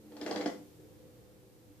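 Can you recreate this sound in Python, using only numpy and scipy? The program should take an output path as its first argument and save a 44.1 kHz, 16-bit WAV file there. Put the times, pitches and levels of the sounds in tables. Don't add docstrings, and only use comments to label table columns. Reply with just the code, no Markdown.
import sys
import numpy as np
from scipy import signal
from scipy.fft import rfft, irfft, next_fast_len
from scipy.io import wavfile
from scipy.ndimage import map_coordinates

SR = 44100
rng = np.random.default_rng(int(sys.argv[2]) if len(sys.argv) > 2 else 0)


def materialize(psi):
    bounded = np.clip(np.atleast_2d(psi).T, -1, 1)
    quanta = np.round(bounded * 32767).astype(np.int16)
    wavfile.write(sys.argv[1], SR, quanta)


N = 79380

# (time [s], clack level [dB], knock level [dB])
JERKS = [(.1215, -57.5, -74), (0.1673, -46.5, -53), (0.2124, -37, -41), (0.263, -34.5, -34),
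         (.311, -33, -29.5), (0.3604, -34, -34.5), (0.4103, -35.5, -37), (0.4592, -32.5, -28)]
# (delay [s], level [dB])
TOUCHES = [(0, -2.5), (.0018, -3.5), (.0046, -9.5)]
# (frequency [Hz], level [dB])
CLACK_COLOUR = [(60, -48), (300, -17), (900, 2), (1300, -3.5), (2000, 4.5), (2600, -5), (3300, -3),
                (4000, -1), (4800, -3), (6200, -5), (8000, -11.5), (11000, -22), (14500, -43)]
# (frequency [Hz], width [Hz], boost [dB])
HOUSING_PEAKS = [(1457, 100, 5), (1710, 98, 8.5), (1970, 120, -2.5), (3250, 230, 7), (3440, 140, 2),
                 (4390, 410, 7.5), (5100, 430, 7.5)]
# (frequency [Hz], level [dB], time to fade by 60 dB [s])
SHELL_NOTES = [(200, -8.5, 0.082), (287.5, -0.5, 0.12), (324, -1, 0.077), (404.7, -1.5, 0.12),
               (498.2, -1, 0.14), (623.4, 0, 0.088), (726.6, -1, 0.07), (829, -3, 0.063),
               (1075, -19.5, 0.16), (1145, -14, 0.087), (1422, -21.5, .09), (1718, -10.5, 0.066),
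               (2016, -14, 0.13)]
# (time [s], level [dB])
GROWL_LEVEL = [(0, -64), (.08, -58.5), (.19, -51.5), (.225, -42.5), (.27, -39.5), (.31, -37), (.36, -38),
               (.41, -38.5), (.445, -39.5), (.465, -38), (.49, -42), (.53, -49), (.59, -57), (.7, -66)]
# (frequency [Hz], level [dB])
GROWL_COLOUR = [(60, -50), (140, -29), (190, -6.5), (290, 1), (355, -0.5), (420, 1.5), (510, 2.5),
                (555, -2), (640, -4), (850, -7), (980, -15.5), (2000, -21.5), (4000, -36.5), (8000, -80.5)]
# (time [s], level [dB])
SING_LEVEL = [(0, -74), (.05, -53.5), (.2, -54.5), (.3, -47), (.48, -46.5), (.56, -54), (.64, -56),
              (.7, -68), (1.0, -66.5), (1.4, -72.5), (1.62, -79), (1.71, -63.5), (1.8, -70)]
# (time [s], level [dB])
WHINE_LEVEL = [(0, -79), (.2, -72), (.3, -49), (.47, -42.5), (.56, -57), (.68, -70), (.76, -80),
               (.87, -66.5), (1.15, -66), (1.45, -67.5), (1.8, -71)]
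# (time [s], pitch [Hz], level [dB])
MAGNET_TONE = [(0, 220.6, -61.5), (.15, 216.7, -62.5), (.26, 214.7, -54.5), (.36, 205, -54),
               (.46, 190.1, -59), (.55, 181.5, -59.5), (.67, 163.7, -66.5), (.88, 162, -77),
               (1.1, 155, -80)]
# (time [s], level [dB])
HUM_LEVEL = [(0, -72.5), (.5, -75), (.7, -69), (1.1, -69.5), (1.8, -68)]
# (time [s], level [dB])
CREEP_LEVEL = [(0, -61), (.6, -61), (.73, -66), (.86, -58), (1.1, -61.5), (1.35, -62), (1.55, -65.5),
               (1.8, -72.5)]
# (frequency [Hz], width [Hz], level [dB])
CREEP_PEAKS = [(169, 49, -8), (204.6, 35, -5.5), (302.5, 11.3, -4), (329, 42, -1.5), (381.7, 10, 2.5),
               (443, 23, -0.5), (489.5, 26, -7), (523, 19.3, 2)]
# (time [s], level [dB])
DECK_THUDS = [(1.703, -53)]
# (frequency [Hz], level [dB], time to fade by 60 dB [s])
DECK_NOTES = [(115, -3, .15), (306, -1, 0.11), (388, -6, 0.076)]
# (time [s], level [dB])
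RUMBLE_LEVEL = [(0, -62.5), (.45, -65.5), (.8, -60.5), (1.2, -60.5), (1.5, -64), (1.8, -61.5)]
# (frequency [Hz], level [dB])
RUMBLE_COLOUR = [(15, -32), (33, -9.5), (55, 0), (100, 6.5), (160, -1), (300, -7.5), (520, -11), (700, -16),
                 (1000, -17), (2000, -22.5), (5000, -28.5)]
# (time [s], level [dB])
HISS_LEVEL = [(0, -68.5), (.3, -60.5), (.62, -65), (.85, -68), (1.3, -69.5), (1.8, -69)]
# (frequency [Hz], level [dB])
HISS_COLOUR = [(100, -15), (1000, 0), (2000, 2), (4000, 3.5), (8000, 2), (11000, 0), (13500, 3.5),
               (15000, 2)]
# (frequency [Hz], time to fade by 60 dB [s])
ROOM_FADE = [(150, 0.63), (400, 0.35), (1000, 0.33), (4000, .35), (12000, 0.39)]
# (frequency [Hz], likeness [0 to 1])
EAR_LIKENESS = [(40, 0.31), (90, 0), (160, 0.65), (350, 0.8), (650, 0.21), (1100, 0), (3000, 0.068),
                (10000, 0)]
# (frequency [Hz], left minus right [dB])
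BALANCE = [(700, -0.5), (4000, 0), (8000, 0), (13000, -4.5)]

SIDES = np.array([[1], [-1]])
SHELL_LEAD_S, RISE_S = 0.0001, 0.0014


def wheel_clacks():
    touch_fade_s, chatter_fade_s, chatter_db = 0.0085, 0.09, -13
    out, t = np.zeros((2, N)), np.arange(SR // 8) / SR
    soft_peaks = [(hz, width, 0.21 * boost) for hz, width, boost in HOUSING_PEAKS]
    for start, db, _ in JERKS:
        hits = np.zeros(N)
        for delay, touch_db in TOUCHES:
            when = start + delay * rng.uniform(.8, 1.2)
            add(hits, when, fade(t, db + touch_db, touch_fade_s) * rng.standard_normal(len(t)))
        add(hits, start, fade(t, db + chatter_db, chatter_fade_s) * rng.standard_normal(len(t)))
        out += reach_ears(coloured(hits, CLACK_COLOUR, HOUSING_PEAKS), pan_db=4, lead_s=0.00006)
        echo = room_echo(coloured(hits, CLACK_COLOUR, soft_peaks))
        out += echo * amp(1.5 + 1.5 * SIDES)
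    return amp(-0.15) * out


def shell_knocks():
    knocks, t = np.zeros(N), np.arange(SR // 3) / SR
    thud_hz = 405
    thud = fade(t, db=5.5, fade_s=0.0152) * np.sin(2 * np.pi * thud_hz * t) * rise(t, RISE_S)
    for start, _, db in JERKS:
        add(knocks, start, amp(db) * (thud + amp(-5.5) * ring(SHELL_NOTES)))
    return reach_ears(knocks, pan_db=0, lead_s=SHELL_LEAD_S) + amp(-2.5) * room_echo(knocks)


def motor_growl():
    kicks_per_s, scatter_db = 700, 0.5
    swell_db, swell_delay_s, swell_width_s = 6, 0.007, 0.014
    t = np.arange(N) / SR
    swell = sum(np.exp(-((t - start - swell_delay_s) / swell_width_s) ** 2) for start, _, _ in JERKS)
    kicks = (rng.random(N) < kicks_per_s / SR) * rng.choice([-1, 1], N)
    kicks = kicks * amp(scatter_db * rng.standard_normal(N))
    level_db = curves(GROWL_LEVEL)[0] + swell_db * (swell - 1)
    growl = unit(coloured(kicks, GROWL_COLOUR)) * amp(level_db)
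    return reach_ears(growl, pan_db=0, lead_s=SHELL_LEAD_S) + amp(-2) * room_echo(growl)


def small_shell(x, lowest_hz=163):
    return signal.sosfilt(signal.butter(6, lowest_hz, "high", fs=SR, output="sos"), x)


def motor_tones():
    sing = tone(hz=301, wander=0.0146, per_s=24.33)
    sing *= amp(curves(SING_LEVEL)[0] + 1.5 * wobble(29))
    whine = tone(hz=498.4, wander=0.0139, per_s=30.12)
    whine *= amp(curves(WHINE_LEVEL)[0] + 0.83 * wobble(34.6))
    magnet_hz, magnet_db = curves(MAGNET_TONE)
    magnets = tone(magnet_hz, wander=0.018, per_s=30.4)
    magnets *= amp(magnet_db + 1.1 * wobble(30))
    hum = tone(hz=117.5, wander=0.0252, per_s=12)
    hum *= amp(curves(HUM_LEVEL)[0] + 1.5 * wobble(12.5))
    return sing + whine + magnets + hum


def creeping_hum():
    top_hz, flutter_db = 566, 2

    def bands(hz):
        peaks = sum(amp(db) * peak(hz, centre, width) for centre, width, db in CREEP_PEAKS)
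        return peaks / (1 + (hz / top_hz) ** 16)

    hum = filtered(room_noise(N), bands) * amp(flutter_db * wobble(per_s=65))
    return unit(hum) * amp(curves(CREEP_LEVEL)[0])


def deck_thud():
    track = np.zeros(N)
    for start, db in DECK_THUDS:
        add(track, start, amp(db) * ring(DECK_NOTES))
    return track


def rumble_and_hiss():
    rumble = filtered(room_noise(N), lambda hz: amp(along(RUMBLE_COLOUR, hz)))
    hiss = filtered(room_noise(N), lambda hz: amp(along(HISS_COLOUR, hz)))
    return amp(curves(RUMBLE_LEVEL)[0]) * unit(rumble) + amp(curves(HISS_LEVEL)[0]) * unit(hiss)


def reach_ears(x, pan_db, lead_s):
    wall_db, wall_delay_s = -9.5, 0.0165 + 0.00014 * SIDES
    direct = lambda hz: amp(pan_db * SIDES) * np.exp(1j * np.pi * hz * lead_s * SIDES)
    wall = lambda hz: amp(wall_db) * np.exp(-2j * np.pi * hz * wall_delay_s)
    return filtered(x, lambda hz: direct(hz) + wall(hz))


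def room_echo(x):
    gap_s, build_s = 0.0013, 0.0027
    hz, t, spectrum = signal.stft(room_noise(SR // 2), SR, nperseg=256)
    tail = signal.istft(spectrum * fade(t, 0, along(ROOM_FADE, hz)[:, None]), SR, nperseg=256)[1]
    since_gap = np.maximum(np.arange(tail.shape[1]) / SR - gap_s, 0)
    tail *= rise(since_gap, build_s)
    return signal.fftconvolve(x[None], tail / np.linalg.norm(tail[0]), axes=1)[:, :N]


def room_noise(size):
    def shares(hz):
        angle = np.arccos(np.clip(along(EAR_LIKENESS, hz), -1, 1)) / 2
        return np.array([np.cos(angle), np.sin(angle)])

    shared, opposite = filtered(rng.standard_normal((2, size)), shares)
    return shared + SIDES * opposite


def ring(notes):
    t = np.arange(SR // 3) / SR
    sound = np.zeros(len(t))
    for hz, db, fade_s in notes:
        strength = rng.choice([-1, 1]) * fade(t, db + rng.normal(0, 2.3), fade_s)
        sound += strength * np.sin(2 * np.pi * hz * (1 + rng.normal(0, 0.011)) * t)
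    return sound * rise(t, RISE_S)


def tone(hz, wander, per_s):
    pitch = hz * (1 + wander * wobble(per_s))
    return np.sqrt(2) * np.sin(2 * np.pi * np.cumsum(pitch) / SR)


def amp(db):
    return 10 ** (np.asarray(db) / 20)


def fade(t, db, fade_s):
    return amp(db - 60 * t / fade_s)


def rise(t, rise_s):
    return 1 - np.exp(-t / rise_s)


def peak(hz, centre, width):
    return 1 / (1 + (2 * (hz - centre) / width) ** 2)


def unit(x):
    return x / np.sqrt(np.mean(x ** 2) + 1e-20)


def along(table, hz):
    known_hz, values = np.transpose(table)
    return np.interp(np.log(hz + 1), np.log(known_hz + 1), values)


def curves(table):
    times, *columns = np.transpose(table)
    return [np.interp(np.arange(N) / SR, times, column) for column in columns]


def wobble(per_s):
    return map_coordinates(rng.standard_normal(1024), [np.arange(N) * per_s / SR], mode="mirror")


def filtered(x, response):
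    n = x.shape[-1]
    padded = next_fast_len(n + SR // 4)
    return irfft(rfft(x, padded) * response(np.fft.rfftfreq(padded, 1 / SR)), padded)[..., :n]


def coloured(x, colour, peaks=(), size=4096):
    hz = np.fft.rfftfreq(size, 1 / SR)
    shape_db = along(colour, hz) + sum(db * peak(hz, centre, width) for centre, width, db in peaks)
    folded = irfft(np.log(amp(shape_db)))
    folded[1:size // 2] *= 2
    folded[size // 2 + 1:] = 0
    ringing = irfft(np.exp(rfft(folded)))
    return signal.fftconvolve(x, ringing / np.linalg.norm(ringing))[:N]


def add(track, start_s, sound):
    part = track[max(0, round(start_s * SR)):][:len(sound)]
    part += sound[:len(part)]


def scene():
    shudder = wheel_clacks() + small_shell(shell_knocks() + motor_growl())
    return shudder + motor_tones() + creeping_hum() + deck_thud() + rumble_and_hiss()


def record(dry):
    top_hz = 14600
    return filtered(dry, lambda hz: amp(SIDES / 2 * along(BALANCE, hz)) * (hz < top_hz))


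dry = scene()
out = record(dry)
materialize(out)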